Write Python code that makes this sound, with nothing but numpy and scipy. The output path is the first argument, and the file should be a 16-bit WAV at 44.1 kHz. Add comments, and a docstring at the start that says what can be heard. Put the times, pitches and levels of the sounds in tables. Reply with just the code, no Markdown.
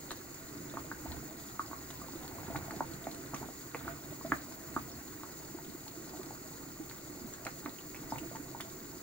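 """Close to a big metal pot of thick soup on a gas burner in a tiled kitchen, heard by a left and a right microphone.
From the start to the end, shaped noise makes the flame's roar and the jet's hiss; swarms of tiny rings make the simmer.
A spoon pushes the meat about; near 2.5 s the broth, washing in dense grains, gives a run of plops (damped rings).
The loudest smack (a filtered click) and plop come at 4.3 s; after 5 s it is calmer, with low glugs and droplets.
From 7.4 s to the end smacks, plops and spatter return; the air above the soup rings between the pot walls."""
import sys
import numpy as np
from scipy import signal
from scipy.fft import rfft, irfft, next_fast_len
from scipy.io import wavfile
from scipy.ndimage import map_coordinates

SR = 44100
rng = np.random.default_rng(int(sys.argv[2]) if len(sys.argv) > 2 else 0)


def inscribe(sig):
    """Save sig as 16-bit PCM at rate SR to the path in sys.argv[1].

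    A 1-D sig is mono; a 2-D sig holds one channel per row.
    Samples are clipped to [-1, 1] before scaling.
    """
    pcm = np.round(np.clip(np.atleast_2d(sig).T, -1, 1) * 32767)
    wavfile.write(sys.argv[1], SR, pcm.astype(np.int16))


N = 397782
T = np.arange(SR // 6) / SR  # seconds within one short event


def amp(db):
    """Decibels to gain."""
    return 10 ** (np.asarray(db) / 20)


def unit(x):
    """Scaled to rms 1."""
    return x / np.sqrt(np.mean(x ** 2) + 1e-20)


def along(points, hz):
    """(Hz, value) points read on a log frequency axis."""
    f, v = np.transpose(points)
    return np.interp(np.log(hz + 1), np.log(f + 1), v)


def curves(rows):
    """One value per sample for each column after the time."""
    s, *cols = np.transpose(rows)
    return [np.interp(np.arange(N) / SR, s, c) for c in cols]


def wobble(rate):
    """A smooth random curve, rate knots a second."""
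    knots = rng.standard_normal(int(N * rate / SR) + 4)
    return map_coordinates(knots, [np.arange(N) * rate / SR])


def filtered(x, response):
    """x times a complex response of frequency."""
    m = next_fast_len(N + SR // 2)
    return irfft(rfft(x, m) * response(np.fft.rfftfreq(m, 1 / SR)), m)[..., :N]


def resonances(modes, f):
    """Causal response of (Hz, width Hz, dB) modes."""
    return sum(amp(db) * 1j * f * w / (c * c - f * f + 1j * f * w) for c, w, db in modes)


def add(track, s, sound):
    """Mix a sound into the track at time s."""
    part = track[max(round(s * SR), 0):][:len(sound)]
    part += sound[:len(part)]


def rush(colour):
    """Stereo noise of rms 1, nearly mono in the bass; sharing mid and side noise sets the likeness."""
    # How alike the two microphones hear it. Each row: frequency in Hz, left-right likeness (1 is mono).
    likeness = [(60, 0.95), (160, 0.95), (300, 0.87), (450, 0.7), (750, 0.14), (1300, 0.12), (2200, 0.07),
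                (4400, 1), (7000, 0.23), (11000, 0.067), (14000, 0.067), (15500, 1)]

    def shape(hz):
        turn = np.arccos(np.clip(along(likeness, hz), 0, 1)) / 2
        return colour(hz) * np.array([np.cos(turn), np.sin(turn)])

    mid, side = filtered(rng.standard_normal((2, N)), shape)
    return unit(np.array([mid + side, mid - side]))


def bubble(hz, t60, rise, onset):
    """A pocket of gas rings and climbs in pitch around hz; it swells over onset cycles to peak 1."""
    pitch = hz * (1 + rise * (1 - np.exp(-3 * T / t60)) - rise / 2)
    decay = amp(-60 * T / t60)
    swell = 1 - np.exp(-T * hz / onset)
    ring = np.sin(2 * np.pi * np.cumsum(pitch) / SR) * decay * swell
    return ring / np.abs(ring).max()


def snap(low_hz, high_hz):
    """A liquid film parts: one band-limited click of peak 1."""
    low = signal.butter(3, low_hz, "high", fs=SR, output="sos")
    high = signal.butter(12, min(high_hz, SR / 3), fs=SR, output="sos")
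    click = signal.sosfilt(np.vstack([low, high]), 1. * (T == 0))
    return click / np.abs(click).max()


def grains(rate, hz, spread, cycles, scatter_db):
    """A random swarm of tiny damped bubbles, rms 1: rate a second, spread octaves either side of hz."""
    u = rng.random((int(rate * N / SR), 3))
    starts = (u[:, :1] * N).astype(int)
    pitch = hz * 2 ** (spread * (2 * u[:, 1:2] - 1))
    size = amp(scatter_db * np.minimum(-np.log(1 - u[:, 2:]), 3))  # many small, few large
    n = np.arange(SR // 40)
    age = pitch * n / SR  # in cycles
    decay = np.exp(-np.log(1000) * age / cycles)  # down 60 dB after this many cycles
    rings = size * np.sin(2 * np.pi * age) * decay * (1 - np.exp(-2 * age))
    return unit(np.bincount((starts + n).ravel(), rings.ravel(), N)[:N])


def stirring(pushes):
    """Power of the spoon's motion: each push swells and fades as a bell."""
    t = np.arange(N) / SR
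    return sum(amp(db) ** 2 * np.exp(-np.pi * (2 * (t - s) / length) ** 2 / 2) for s, length, db in pushes)


def placed(x, lead_s):
    """The sound reaches the left microphone first, by lead_s seconds."""
    return filtered(x, lambda hz: np.exp(1j * np.pi * hz * lead_s * np.array([[1], [-1]])))


def kitchen(x, wall_db, wall_t60, room_db):
    """Direct sound, a quick scatter from hob and tiles, and a room tail, as decaying noise redrawn each quarter second."""
    # Decay of the tiled room. Each row: frequency in Hz, time to fall 60 dB in seconds.
    room_t60 = [(150, 0.097), (1200, 0.14), (4000, 0.2), (12000, 0.0016)]
    out = np.zeros((2, N + SR))
    hop = SR // 4
    for start in range(0, N, hop):
        hz, t, z = signal.stft(rng.standard_normal((2, 2, SR // 3)), SR, nperseg=128)
        near = signal.istft(z[0] * amp(-60 * t / wall_t60), nperseg=128)[1]
        far = signal.istft(z[1] * amp(-60 * t / along(room_t60, hz)[:, None]), nperseg=128)[1]
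        near = near + near[::-1] / 2  # near walls reach both microphones much alike
        scatter = amp(wall_db) * near / np.linalg.norm(near[0])
        tail = scatter + amp(room_db) * far / np.linalg.norm(far[0])
        echo = signal.fftconvolve(x[None, start:start + hop], tail, axes=1)
        out[:, start + SR // 300:][:, :echo.shape[1]] += echo
    return x + out[:, :N]


def pot(x, ring_db):
    """The air between the pot walls rings on as damped modes; hob and tiles throw the sound back."""
    # Air above the soup. Each row: frequency in Hz, width in Hz, level in dB relative to ring_db.
    air_modes = [(310, 39, -17), (674.6, 15, 15), (742, 14, 6.5), (899, 55, 6.5), (1098, 36, 7.5),
                 (1266, 260, 1.5), (1467, 64, -3.5)]
    # Reflections from the hob and the tiled wall. Each row: delay in seconds, level in dB.
    reflections = [(.0034, -18), (.0084, -21.5)]

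    def response(f):
        ringing = 1 + amp(ring_db) * resonances(air_modes, f)
        echoes = 1 + sum(amp(db) * np.exp(-2j * np.pi * f * delay) for delay, db in reflections)
        return ringing * echoes

    return filtered(x, response)


def burner():
    """The flame roars under the pot; gas hisses and whistles unsteadily through the jet: all shaped noise."""
    # Colour of the flame's roar. Each row: frequency in Hz, relative density in dB per Hz.
    roar_colour = [(100, -9.5), (132, 0.5), (185, -5.5), (250, -1.5), (310, 3), (375, -0.5), (440, -9.5),
                   (520, -11), (640, -30), (1000, -16), (2000, -24), (3000, -86)]
    # Gas rushing out of the jet. Each row: frequency in Hz, relative density in dB per Hz.
    hiss_colour = [(1800, -30), (2500, -14.5), (3250, -15), (4300, 0.5), (4900, -0.5), (5600, -10),
                   (6900, 2), (8400, -8), (9100, -5.5), (9800, -10.5), (10500, -4), (11100, -10),
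                   (13000, -10), (13400, 0), (14300, -6.5), (15800, 2)]
    # Resonances of the gas jet. Each row: frequency in Hz, width in Hz, relative level in dB.
    nozzle_modes = [(6900, 420, 8), (7005, 60, 8), (7295, 60, 2), (7604, 70, 1), (13838, 110, 10)]
    # Ragged top of the jet's sound. Each row: frequency in Hz, relative density in dB per Hz.
    whistle_colour = [(14300, -30), (15000, -13), (15350, -6), (15580, 0), (15750, -6), (15900, -20)]
    # Course of the whistle. Each row: time in seconds, level in dB before its wobble.
    whistle_course = [(0.0, -59.5), (2.6, -56), (2.7, -61), (4.8, -55), (6.2, -59), (8.25, -56.5),
                      (8.35, -58), (9.02, -56)]
    roar_db, hiss_db = -50.7, -50.5  # middle levels, around which they wobble
    whistle_db, = curves(whistle_course)
    roar = amp(roar_db + 1.3 * wobble(5)) * rush(lambda hz: amp(along(roar_colour, hz)))

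    def jet(hz):
        return np.hypot(amp(along(hiss_colour, hz)), abs(resonances(nozzle_modes, hz)))

    hiss = amp(hiss_db + 1.14 * wobble(40)) * rush(jet)
    whistle = amp(whistle_db + 1.4 * wobble(31)) * rush(lambda hz: amp(along(whistle_colour, hz)))
    return roar + placed(hiss, lead_s=.00005) + placed(whistle, lead_s=.000008)


def simmer():
    """Small bubbles keep breaking all over the soup, louder where the spoon stirs; the mass gurgles and heaves."""
    # Pushes of the spoon. Each row: height of the push in seconds, length in seconds, strength in dB.
    strokes = [(0.472, 0.34, -7.5), (0.79, 0.21, 0.5), (1.107, 0.25, 0.5), (1.392, 0.037, -2), (2.0, 1, -4),
               (2.554, 0.68, 2.5), (2.948, 0.56, -1.5), (3.4, 0.29, -1), (3.87, 0.18, 5), (4.113, 0.056, 1),
               (4.34, 0.18, 4), (4.763, 0.19, 2.5), (4.99, 0.065, 0), (6.224, 0.18, -18), (8.18, 0.38, 0)]
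    # Colour of the froth. Each row: frequency in Hz, relative density in dB per Hz.
    froth_colour = [(300, -38), (450, -1.5), (520, -4.5), (600, -12), (668, 7), (720, -14), (790, 3.5),
                    (940, -13), (1030, -9), (1090, 1), (1150, -6.5), (1470, 4), (1670, -14), (1890, 3),
                    (2600, -7.5), (3300, -15)]
    # Colour of the low heaving. Each row: frequency in Hz, relative density in dB per Hz.
    heave_colour = [(13, -60), (24, -31), (40, -23), (59, 7), (102, 2), (135, 6.5), (194, -9), (220, -7.5),
                    (290, 3), (480, -120)]
    # Gains in dB ahead of the layer mix: soup left alone, and added by a push of 0 dB
    simmer_rest_db, simmer_push_db = -56, -57
    heave_rest_db, heave_push_db = -59, -50.5
    settle_db_per_s = 0.14  # the soup left alone slowly calms
    push = np.sqrt(stirring(strokes))
    resting = amp(simmer_rest_db - settle_db_per_s * np.arange(N) / SR)
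    bubbling = np.hypot(resting, amp(simmer_push_db) * push)
    heaving = np.hypot(amp(heave_rest_db + 0.36 * wobble(3.4)), amp(heave_push_db) * push)

    swarm = pot(grains(rate=210, hz=962, spread=0.97, cycles=10.0, scatter_db=3.5), ring_db=-1.5)
    swarm = filtered(swarm, lambda hz: amp(along([(500, 4.5), (1000, 0.0), (1900, 10.0), (2700, -44)], hz)))
    swarm = unit(kitchen(swarm, wall_db=-2, wall_t60=0.04, room_db=-3))
    # middle-sized bubbles
    blips = grains(rate=50, hz=940, spread=0.83, cycles=16.0, scatter_db=0.0)
    blips = unit(kitchen(blips, wall_db=-5, wall_t60=0.05, room_db=-7))
    gurgle = grains(rate=70, hz=222, spread=0.84, cycles=6, scatter_db=2.5)
    gurgle = unit(kitchen(gurgle, wall_db=-6, wall_t60=0.026, room_db=-20))
    froth = rush(lambda hz: amp(along(froth_colour, hz)))
    heave = rush(lambda hz: amp(along(heave_colour, hz)))

    surface = amp(-3.8) * swarm + amp(-7.5) * blips + amp(-1.2) * froth
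    depths = amp(-3.5) * heave + amp(-5.0) * gurgle
    return bubbling * surface + heaving * depths


def slosh():
    """Broth runs round the spoon as a dense wash of small bubbles."""
    # Washes round the spoon. Each row: height of the wash in seconds, length in seconds, rms level in dB.
    washes = [(2.3, 0.28, -59.5), (2.53, 0.19, -52.5), (2.71, 0.15, -52.5), (3.42, 0.05, -54),
              (6.19, 0.16, -61), (7.478, 0.028, -48.5), (7.672, 0.035, -49), (8.15, 0.067, -48),
              (8.24, 0.06, -65)]
    # Filter on the wash. Each row: frequency in Hz, relative gain in dB.
    wash_colour = [(350, -31), (520, 3.5), (600, -28), (675, -1.5), (740, 2), (860, 6), (1000, 4),
                   (1100, -3), (1300, -14), (2000, -28)]
    wash = grains(rate=600, hz=800, spread=0.75, cycles=14, scatter_db=1.5)
    wash = filtered(wash, lambda hz: amp(along(wash_colour, hz)))
    return np.sqrt(stirring(washes)) * unit(kitchen(wash, wall_db=-7, wall_t60=0.05, room_db=-9))


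def spits():
    """Droplets crack, ping for a moment and shed finer spray, over a faint random ticking of bursting froth."""
    # The larger droplets. Each row: start in seconds, level in dB ahead of the filter, pitch in Hz,
    # broad crack in dB relative to that level.
    droplets = [(0.107, -39, 4200, -8), (0.116, -41.5, 4770, 1), (0.345, -42, 7200, -8),
                (1.119, -42, 4130, -10), (1.389, -59, 4440, -6), (1.662, -45, 4900, -11),
                (2.279, -46, 4300, -4), (1.905, -46.5, 3820, 0), (2.564, -46.5, 3800, -1.5),
                (2.711, -47, 4500, -5), (2.936, -50, 4130, -9), (3.042, -47, 3720, -7),
                (3.114, -44, 4260, -12), (3.147, -45, 8050, -9), (3.345, -39.5, 6200, -6),
                (3.365, -52, 3720, -1), (4.192, -53, 7000, -15), (4.523, -54, 3760, 5),
                (4.917, -47, 5440, -13), (5.23, -56, 4240, 3), (5.881, -45, 4320, -6),
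                (6.094, -48, 4930, -8), (6.233, -54, 4330, 3), (6.897, -45.5, 4400, -5),
                (7.337, -40, 7000, -18), (7.451, -43, 7650, -1.5), (7.469, -45, 4200, -2),
                (7.654, -50, 4000, -8), (7.694, -48, 4100, -8), (7.787, -49, 2900, -13),
                (7.946, -46, 2440, -2), (7.962, -48.5, 2600, -3), (8.106, -45, 5260, -18),
                (8.184, -44, 2720, 0), (8.358, -45, 6960, -7), (8.608, -40.5, 3520, -0.5)]
    out = np.zeros(N)
    crack_s, spray_s, spray_db = .0011, .009, -17  # decay constants in seconds; spray relative to crack
    for s, db, hz, crack_db in droplets:
        fading = amp(crack_db) * (np.exp(-T / crack_s) + amp(spray_db) * np.exp(-T / spray_s))
        crack = fading * rng.standard_normal(len(T))
        ping = amp(-2.5) * bubble(hz, t60=0.0056, rise=0.049, onset=0.69)
        add(out, s, amp(db) * (crack + ping))
    colour = [(900, 12.5), (2200, 10.5), (4500, 7.5), (8000, 11), (15000, -2)]  # (Hz, dB)
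    drops = filtered(out, lambda hz: amp(along(colour, hz)))
    ticking = grains(rate=86, hz=5000, spread=.5, cycles=14, scatter_db=2.5)
    return drops + amp(-66.5) * ticking


def glugs():
    """Big steam pockets swell and ring low under the surface, the larger the longer."""
    # Large pockets deep in the soup. Each row: start in seconds, relative level in dB, pitch in Hz.
    pockets = [(0.55, -38, 288), (0.741, -37.5, 332), (1.049, -44, 310), (1.075, -39, 76.4),
               (1.128, -47, 72.5), (1.16, -42, 131), (2.153, -38, 330), (2.484, -40, 310),
               (2.501, -43, 242), (2.556, -37, 142), (2.906, -38.5, 310), (3.333, -40, 142),
               (3.379, -46, 310), (3.41, -40, 372), (3.454, -42.5, 150), (3.748, -35, 475),
               (3.868, -37, 320), (4.245, -37, 250), (4.764, -38, 235), (5.546, -36.5, 340),
               (5.625, -48, 325), (5.681, -41, 243), (5.746, -39.5, 335), (5.97, -45, 330),
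               (6.191, -37.5, 380), (6.265, -41.5, 300), (6.799, -34, 325), (7.206, -41, 240),
               (7.244, -38, 245), (7.476, -51, 378), (7.654, -39, 314), (7.673, -42, 265),
               (8.159, -40.5, 135), (8.216, -38, 310), (8.257, -40, 327), (8.396, -42.5, 295)]
    ring_cycles = 18.6  # cycles until a pocket has rung out
    out = np.zeros(N)
    for s, db, hz in pockets:
        add(out, s, amp(db - 1.5) * bubble(hz, t60=ring_cycles / hz, rise=0.02, onset=1.0))
    return out


def smacks():
    """Thick broth parts with a dull click, the brief ring of the opened pocket and a low shove of air."""
    # Wet smacks of spoon, meat and broth. Each row: start in seconds, click level in dB, lower edge in Hz,
    # upper edge in Hz, low shove of air in dB relative to the click.
    partings = [(0.107, -31.5, 940, 1930, -16), (0.1155, -30.5, 910, 1830, -25),
                (2.556, -31.5, 800, 1480, -6), (2.56, -28.5, 900, 2400, -15), (2.708, -30, 900, 2100, -20),
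                (3.069, -39, 1600, 2200, -18), (3.346, -34.5, 900, 3000, -18),
                (3.363, -38, 1000, 3500, -12), (3.7464, -25, 450, 2530, -13),
                (4.3194, -15, 870, 2080, -12.5), (4.7628, -30.5, 695, 1730, -3.5),
                (6.912, -40.5, 1300, 2520, -14), (7.4574, -38.5, 500, 826, -20),
                (7.4664, -26.5, 734, 2500, -24), (7.6605, -30.5, 650, 2400, -8.5),
                (8.159, -35, 600, 2410, -21), (8.357, -38, 900, 2290, -11), (8.367, -38, 900, 2220, -14),
                (8.6036, -30.5, 750, 2220, -25)]
    out = np.zeros(N)
    for s, db, low_hz, high_hz, shove_db in partings:
        add(out, s, amp(db) * snap(low_hz, high_hz))
        add(out, s + 0.00078, amp(db - 11) * bubble(0.785 * high_hz, t60=0.0044, rise=0.033, onset=0.33))
        add(out, s + 0.0015, amp(db + shove_db) * bubble(hz=318, t60=0.026, rise=0.14, onset=0.75))
    return out


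def plops():
    """Each bubble tears its film, rings briefly and shoves the air in the pot."""
    # Bubbles opening at the surface. Each row: start in seconds, reference level in dB, pitch in Hz,
    # ring time to fall 60 dB in seconds, tear of the film in dB and low shove of air in dB,
    # both relative to the reference level.
    openings = [(0.739, -35.5, 620, 0.014, -1.5, -11), (0.771, -26, 1150, 0.0068, -14, -19),
                (0.9148, -29.5, 1620, 0.018, -6, -11), (1.056, -37.5, 674, 0.019, -10, -2),
                (1.062, -39, 960, 0.017, -7, -8), (1.112, -38.5, 696, 0.01, -18, -20),
                (1.5943, -20.5, 1220, 0.011, -31, -29), (1.713, -40, 1080, 0.016, -1, -3),
                (1.731, -33.5, 1150, 0.011, -4, -15), (1.903, -54, 700, 0.015, 7, -12),
                (2.016, -41, 1174, 0.027, -14, 1), (2.084, -41, 900, 0.014, -10, -12),
                (2.135, -46.5, 1060, .018, -5, 6.5), (2.236, -47, 813, .02, -12, -12),
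                (2.313, -43, 810, 0.019, -12, -12), (2.353, -45, 832, .018, -10, -6),
                (2.384, -38.5, 1060, .018, -7, -15), (2.431, -42, 830, .022, -10, -19),
                (2.482, -45, 940, .018, -7, 10.5), (2.501, -36, 716, 0.018, -11, -4),
                (2.547, -32, 833, 0.032, -18, -10), (2.645, -44, 960, 0.019, -10, -15),
                (2.681, -37, 760, .02, -14, -9), (2.706, -37, 890, 0.022, -14, -15),
                (2.736, -40.5, 700, 0.028, -10, -2), (2.8063, -21, 975, 0.013, -4, -13),
                (3.069, -26, 753, 0.019, -6, -11), (3.335, -33.5, 890, 0.014, -3, -10),
                (3.3412, -30.5, 1200, .014, -11, -5), (3.35, -45, 720, 0.0086, -10, -10),
                (3.415, -42, 690, .018, -8, -8), (3.428, -35, 910, 0.012, -9, -5),
                (3.432, -48, 1010, .01, -10, -15), (3.487, -35, 654, 0.0085, -8, -9),
                (3.809, -44, 1350, .01, -6, -9), (3.871, -39, 774, .014, -14, -15),
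                (3.879, -27, 1460, .011, -8, -13), (4.211, -38, 1050, 0.013, -15, -15),
                (4.248, -31.5, 643, 0.03, -17, -2), (4.3212, -16, 1610, 0.011, -20, -25),
                (4.7643, -22, 1220, 0.017, -12, -19), (5.234, -40, 1220, 0.0083, 2, -19),
                (5.586, -42, 920, 0.018, -3, -14), (5.866, -43, 880, 0.016, -8, -12),
                (5.963, -43, 470, .025, -8, -12), (6.135, -41, 734, 0.025, -14, -20),
                (6.149, -40, 770, 0.017, -9, -12), (6.199, -40, 630, 0.016, -9, -13),
                (6.214, -46, 1140, 0.016, -10, -19), (6.307, -36.5, 820, 0.015, -12, -12),
                (7.4668, -30, 1240, 0.0099, -12, -18), (7.6599, -26, 1170, 0.0058, -18, -12),
                (8.1221, -24, 867, 0.015, -14, -9.5), (8.15, -44, 980, 0.014, -9, -7),
                (8.231, -41, 640, 0.014, -5, -1), (8.3135, -34.5, 610, 0.0099, -13, -25),
                (8.351, -36, 900, 0.015, -16, -16), (8.548, -32, 899, 0.014, -14, -30)]
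    out = np.zeros(N)
    for s, db, hz, t60, tear_db, shove_db in openings:
        add(out, s + 0.00029, amp(db - 5.5) * bubble(hz, t60, rise=0.029, onset=.7))
        add(out, s - .0004, amp(db + tear_db) * snap(0.46 * hz, 1100 + 0.41 * hz))
        add(out, s, amp(db + shove_db) * bubble(hz=268.5, t60=0.021, rise=0.088, onset=1.0))
    return out


def scene():
    """The pot stands slightly nearer to the left microphone; droplets fly up closer to the middle."""
    soup = placed(simmer() + slosh(), lead_s=.00009)
    spatter = kitchen(spits(), wall_db=-4, wall_t60=.04, room_db=-10)
    bursts = pot(plops() + smacks(), ring_db=-4.5) + glugs()
    bursts = kitchen(bursts, wall_db=-10.5, wall_t60=0.06, room_db=-9)
    near = placed(bursts, lead_s=.00008) + placed(spatter, lead_s=.00007)
    return burner() + soup + near


def record(dry):
    """The two microphones differ a little in colour; nothing is kept above the band limit."""
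    # Balance of the pair. Each row: frequency in Hz, left minus right in dB.
    balance = [(60, 1.5), (92, -4), (140, -1), (210, -2), (330, -4), (500, -7.5), (770, 1.5), (1170, -3.5),
               (1790, 1.5), (2740, -3), (4190, 3.5), (6410, -1), (9810, -1.0), (15000, 2.5)]
    top_hz = 15760
    halves = np.array([[.5], [-.5]])  # left gets half the difference, right the opposite half
    return filtered(dry, lambda hz: amp(along(balance, hz) * halves) * (hz < top_hz))


dry = scene()
out = record(dry)
inscribe(out)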